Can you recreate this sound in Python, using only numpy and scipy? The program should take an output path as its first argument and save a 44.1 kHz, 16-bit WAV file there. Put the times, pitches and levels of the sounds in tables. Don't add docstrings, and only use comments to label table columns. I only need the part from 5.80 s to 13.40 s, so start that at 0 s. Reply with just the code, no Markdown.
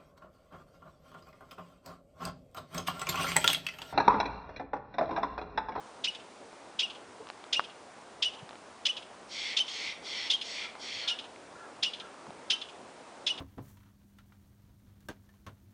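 import sys
import numpy as np
from scipy import signal
from scipy.fft import rfft, irfft, next_fast_len
from scipy.io import wavfile
from scipy.ndimage import uniform_filter1d, map_coordinates

SR = 44100
rng = np.random.default_rng(int(sys.argv[2]) if len(sys.argv) > 2 else 0)


def unload_audio(sound):
    columns = np.transpose(np.atleast_2d(sound))
    steps = np.round(np.clip(columns, -1, 1) * 32767)
    wavfile.write(sys.argv[1], SR, steps.astype(np.int16))


def undo_db(level):
    steps = np.asarray(level, float) / 20
    return 10 ** steps


N = 335160
T = np.arange(N) / SR


def unit(x):
    return x / np.sqrt(np.mean(x ** 2) + 1e-20)


def along(points, hz):
    f, v = np.transpose(points)
    return np.interp(np.log(hz + 1), np.log(f + 1), v)


def wobble(rate, size=N):
    knots = rng.standard_normal(int(size * rate / SR) + 4)
    return map_coordinates(knots, [np.arange(size) * rate / SR])


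def filtered(x, response):
    m = next_fast_len(x.shape[-1] + 8192)
    spectrum = rfft(x, m) * response(np.fft.rfftfreq(m, 1 / SR))
    return irfft(spectrum, m)[..., :x.shape[-1]]


def resonances(modes):
    def response(f):
        return sum((-1) ** k * undo_db(db) * 1j * f * width / (hz * hz - f * f + 1j * f * width)
                   for k, (hz, width, db) in enumerate(modes))
    return response


def add(track, s, sound):
    part = track[round(s * SR):][:len(sound)]
    part += sound[:len(part)]


# frequency in Hz, relative density in dB per Hz.
AIR_SPECTRUM = [(15, -54), (40, -26), (65, -13.5), (85, -12.5), (150, -10), (215, -4), (320, -2.5),
                (600, -1), (950, -2.5), (1400, -7), (1800, -12.5), (2500, -16), (4000, -34)]
# time in seconds, rms level in dB.
AIR_LEVEL = [(0.0, -51.5), (0.27, -52), (6.14, -51), (6.37, -49.5), (6.9, -51.5), (7.41, -51), (7.6, -49)]


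def air(patchy_db=1.29):
    z = signal.stft(rng.standard_normal(N), nperseg=512)[2]
    field = uniform_filter1d(rng.standard_normal(z.shape), 6, 0)
    field = uniform_filter1d(field, 14, 1)
    noise = signal.istft(z * undo_db(patchy_db * unit(field)), nperseg=512)[1][:N]
    rush = unit(filtered(noise, lambda f: undo_db(along(AIR_SPECTRUM, f))))
    s, db = np.transpose(AIR_LEVEL)
    return undo_db(np.interp(T, s, db)) * rush


# frequency in Hz, time to fall by 60 dB in seconds.
FOREST_DECAY = [(1500, 0.6), (3000, 0.38), (6000, 0.29), (10000, 0.48)]


def forest(x):
    out, step = np.zeros(N), SR // 3
    for start in range(0, N, step):
        hz, t, z = signal.stft(rng.standard_normal(SR // 2), SR, nperseg=256)
        decay = undo_db(-60 * t / along(FOREST_DECAY, hz)[:, None])
        tail = signal.istft(z * decay, SR, nperseg=256)[1]
        echo = signal.fftconvolve(x[start:start + step], tail / np.linalg.norm(tail))
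        add(out, start / SR + .004, echo)
    return out


# start in seconds, level in dB, ring in Hz, crack relative to the ring in dB.
TICKS = [(0.7295, -34, 646, -17), (1.4708, -34, 1130, -11), (1.4885, -41, 1330, 1),
         (1.5008, -28, 825, -5.5), (1.6405, -37, 810, -4.5), (1.795, -10, 1163, -20),
         (1.8031, -27, 1320, -14), (2.6917, -37, 1350, 0), (2.7088, -32.5, 790, -10),
         (2.7305, -37, 840, -13), (2.7555, -37.5, 680, -7), (4.9535, -30.5, 1020, -18),
         (5.561, -39.5, 2110, -8), (6.468, -34, 965, -20), (6.506, -34, 684, -16.5)]
# middle in seconds, level in dB, resonance in Hz, length in seconds.
BUMPS = [(1.412, -48, 425, 0.048), (2.63, -49.5, 119, 0.039), (3.8, -59.5, 154, 0.041),
         (5.166, -62, 80, 0.0583), (6.49, -48.5, 148, 0.04)]


def handling(contact_s=0.00048):
    out, t = np.zeros(N), np.arange(SR // 50) / SR
    crack_band = resonances([(3000, 3500, 0)])
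    for s, db, hz, crack_db in TICKS:
        blow = (t / contact_s) ** 2 * np.exp(2 - 2 * t / contact_s)
        rest = 0.073 * np.exp(-t / 0.0045) * (1 - np.exp(-t / contact_s))
        swell = blow + rest
        noise = rng.standard_normal(len(t))
        crack = unit(filtered(noise, lambda f: crack_band(f) / (1 + (f / 5000) ** 6)))
        ring = -np.tanh(1.28 * swell * np.sin(2 * np.pi * hz * t))
        tick = filtered(ring + undo_db(crack_db) * swell * crack, lambda f: f ** 2 / (f ** 2 + 200.0 ** 2))
        add(out, s, undo_db(db) * tick)
    for s, db, hz, length in BUMPS:
        size = round(length * SR)
        body = resonances([(hz, 60, 0)])
        push = filtered(rng.standard_normal(size), lambda f: body(f) ** 2 * f / (f + hz))
        add(out, s - length / 2, undo_db(db) * np.hanning(size) * unit(push))
    return out


# start in seconds, rms level before the swell in dB, lower band in Hz, length in seconds.
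FAR_CALLS = [(4.815, -51.5, 1360, 0.064), (5.212, -53, 1386, 0.18), (5.743, -53.5, 1370, 0.16),
             (6.2, -53.5, 1330, .1), (6.675, -55, 1317, 0.12)]


def far_calls():
    out = np.zeros(N)
    for s, db, hz, length in FAR_CALLS:
        size = round(length * SR)
        throat = resonances([(hz, 80, 0), (1.24 * hz, 90, -3)])
        note = filtered(rng.standard_normal(size), lambda f: throat(f) ** 2)
        add(out, s, undo_db(db) * np.hanning(size) ** 0.19 * unit(note))
    return out


# half-way point of the attack in seconds, length before the release in seconds,
# level at the top of the swell in dB.
RASPS = [(3.492, .27, -39.5), (3.858, 0.28, -40), (4.228, 0.28, -40), (4.619, 0.26, -41.5),
         (4.989, .29, -41.5)]
# frequency in Hz, gain in dB.
BEAK = [(1300, -24), (1700, -12), (1950, -3), (2640, -4.5), (3320, -1.5), (4000, -3), (5600, -6),
        (7200, -19.5), (8400, -23.5), (10500, -34)]


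def rasps(pitch_hz=1110, flutter_rate=450, breath=2.0, drift_db=2.5):
    attack_s, release_s = .06, 0.044
    swell_drop_db, peak_share = 9.5, 0.8
    out = np.zeros(N)
    for s, length, db in RASPS:
        t = np.arange(0, length + release_s, 1 / SR)
        size = len(t)
        phase = 2 * np.pi * np.cumsum(pitch_hz * (1 + .018 * wobble(9, size))) / SR
        stack = 0
        for k in range(2, 8):
            drift = undo_db(drift_db * wobble(8.2, size))
            stack = stack + drift * wobble(flutter_rate, size) * np.sin(k * phase)
        source = unit(stack) + breath * rng.standard_normal(size)
        voice = filtered(source, lambda f: undo_db(along(BEAK, f)))
        high = filtered(voice, lambda f: 1 / (1 + (3900 / (f + 1)) ** 6))
        share = np.clip(undo_db(np.interp(t, [0, length], [0, -9])), .05, .97)
        voice = share * unit(high) + np.sqrt(1 - share ** 2) * unit(voice - high)
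        swell_db = -swell_drop_db * (t / (peak_share * length) - 1) ** 2
        edges = np.clip(np.minimum(t / attack_s, (t[-1] - t) / release_s), 0, 1) ** 2
        add(out, s - attack_s / 2, edges * undo_db(db + swell_db) * voice)
    return out


# top of the arch in seconds, relative level in dB, pitch at the top in Hz,
# pitch one rise time earlier in Hz, fall time in seconds.
WHISTLES = [(0.286, -32.5, 2950, 2075, .016), (1.038, -33, 2896, 2303, 0.02),
            (1.772, -32.5, 2860, 2326, .019), (2.463, -31, 2975, 2495, 0.025),
            (3.101, -31, 3006, 2120, 0.0144), (3.808, -27.5, 3107, 2570, 0.0182),
            (4.546, -30.5, 3255, 2800, .018), (5.318, -34.5, 2920, 2595, 0.02),
            (6.066, -34.5, 2955, 2400, .024), (6.739, -32.5, 3090, 2520, .011),
            (7.508, -32, 2960, 2520, 0.018)]
# multiple of the pitch, relative level in dB.
OVERTONES = [(1, 4), (2, -20.5), (3, -34.5)]


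def whistles(rise_s=.018, droop=0.052, breath=0.55):
    out = np.zeros(N)
    for s, db, top_hz, start_hz, fall in WHISTLES:
        t = np.arange(-1.1 * rise_s, 4.0 * fall, 1 / SR)
        size = len(t)
        u = np.where(t < 0, t / rise_s, t / fall)
        pitch = top_hz - u ** 2 * np.where(t < 0, top_hz - start_hz, droop * top_hz)
        hoarse = 1.1 * np.clip(-u, 0, 1)
        phase = 2 * np.pi * np.cumsum(pitch * (1 + 0.0055 * wobble(273, size))) / SR
        tone = 0
        for k, level in OVERTONES:
            flutter = 1 + ((k - .85) * k + hoarse) * breath * wobble(700, size)
            tone = tone + undo_db(level) * flutter * np.sin(k * phase)
        arch_db = -np.where(t < 0, 17, 12) * np.abs(u + 0.074) ** 1.7
        add(out, s + t[0], np.sqrt(2) * undo_db(db + arch_db) * tone)
    return out


# time during the rise in seconds, relative level in dB, length in seconds, mouth resonance in Hz.
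BARKS = [(0.242, -17, 0.023, 3420), (0.992, -19, 0.039, 3340), (1.7292, -16, 0.027, 3330),
         (2.4246, -16, 0.028, 3330), (3.0554, -16.5, 0.023, 3360), (3.7687, -15, 0.035, 3460),
         (4.5016, -15, 0.038, 3490), (5.277, -17.5, 0.038, 3530), (6.028, -16, 0.031, 3400),
         (6.7024, -15, 0.029, 3390), (7.4666, -19.5, 0.039, 3370)]
# time during the rise in seconds, relative level in dB.
AFTER_BARKS = [(0.348, -34), (0.398, -45.5), (1.0996, -33.5), (1.149, -41), (1.839, -36), (1.897, -46),
               (2.5354, -38.5), (2.588, -44.5), (3.167, -27.5), (3.223, -43), (3.881, -29.5),
               (4.613, -26.5), (5.3877, -29.5), (5.441, -41.5), (6.135, -29.5), (6.199, -34), (6.8147, -29),
               (6.8877, -42), (7.5776, -32.5)]
# multiple of the mouth resonance, width in Hz, strength in dB.
MOUTH = [(.63, 496, -11), (0.819, 450, -14.5), (0.998, 495, 35.5), (1.21, 563, -10)]
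# frequency in Hz, width in Hz, strength in dB.
TEETH = [(4050, 450, -7), (5240, 570, 2), (5940, 280, 0), (6850, 850, -6.5), (8100, 880, -12)]


def bark_rows():
    after_length_s, mouth_hz, faint_db, sag_hz_per_db = 0.019, 3390, -29, 23
    rows = [(*row, -9) for row in BARKS]
    for s, db in AFTER_BARKS:
        hz = mouth_hz - sag_hz_per_db * max(faint_db - db, 0)
        rows.append((s, db, after_length_s, hz, -15.5))
    return rows


def through(puffs, modes):
    shape = resonances(modes)
    return unit(filtered(puffs, lambda f: shape(f) * np.abs(shape(f)) ** 0.53))


def barks(flap_hz=420, rough=1.0, rise_s=0.0067, closing=0.88, treble_outlasts=1.2):
    out, t = np.zeros(N), np.arange(SR // 10) / SR
    size = len(t)
    for s, db, length, hz, treble_db in bark_rows():
        phase = np.cumsum(flap_hz * (1 + 0.32 * wobble(300, size))) / SR % 1
        puffs = (rough + np.exp(-6 * phase)) * rng.standard_normal(size)
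        wide = through(puffs, [(k * hz, w, level) for k, w, level in MOUTH])
        narrow = through(puffs, [(k * hz * closing, w, level) for k, w, level in MOUTH])
        treble = through(puffs, TEETH)
        turn = np.clip(t / (1.67 * length), 0, 1) * np.pi / 2
        lasting = (1 + (t / length) ** 4) / (1 + (t / (treble_outlasts * length)) ** 4)
        voice = np.cos(turn) * wide + np.sin(turn) * narrow
        voice = voice + undo_db(treble_db) * np.clip(t / 0.0074, 0, 1) * lasting * treble
        voice = voice / uniform_filter1d(np.abs(voice), size=90) ** 0.83
        rise = rise_s * np.clip(1 + (db + 16.5) / 25, .15, 1)
        main = 1 / (1 + (t / max(length, .004)) ** 6)
        rest = 0.19 / (1 + (t / 0.081) ** 6)
        effort = np.clip(t / rise, 0, 1) ** 1.57 * np.exp(-t / 0.033) * (rest + main)
        level = undo_db(db - 9.0 + 1.6 * wobble(184, size))
        add(out, s - 0.67 * rise, level * effort * voice)
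    return out


def scene():
    bark, whistle, bird = barks(), whistles(), rasps()
    echo = forest(undo_db(-10.5) * bark + undo_db(-15.5) * whistle + undo_db(-3.5) * bird)
    return (bark + whistle + bird + echo + far_calls() + handling() + air())[None]


def top_cut(x):
    return signal.sosfilt(signal.butter(12, 10070, fs=SR, output="sos"), x)


# frequency in Hz, relative density in dB per Hz.
HISS = [(500, -26.5), (1500, -4.5), (3300, -3), (5400, -5.5), (9900, -9.5)]


def record(dry):
    hiss_db, top_hz = -58.5, 10100
    noise = rng.standard_normal(N)
    hiss = undo_db(hiss_db) * unit(filtered(noise, lambda f: undo_db(along(HISS, f))))
    mix = filtered(dry + hiss, lambda f: f < top_hz)
    return top_cut(mix)


dry = scene()
out = record(dry)
unload_audio(out)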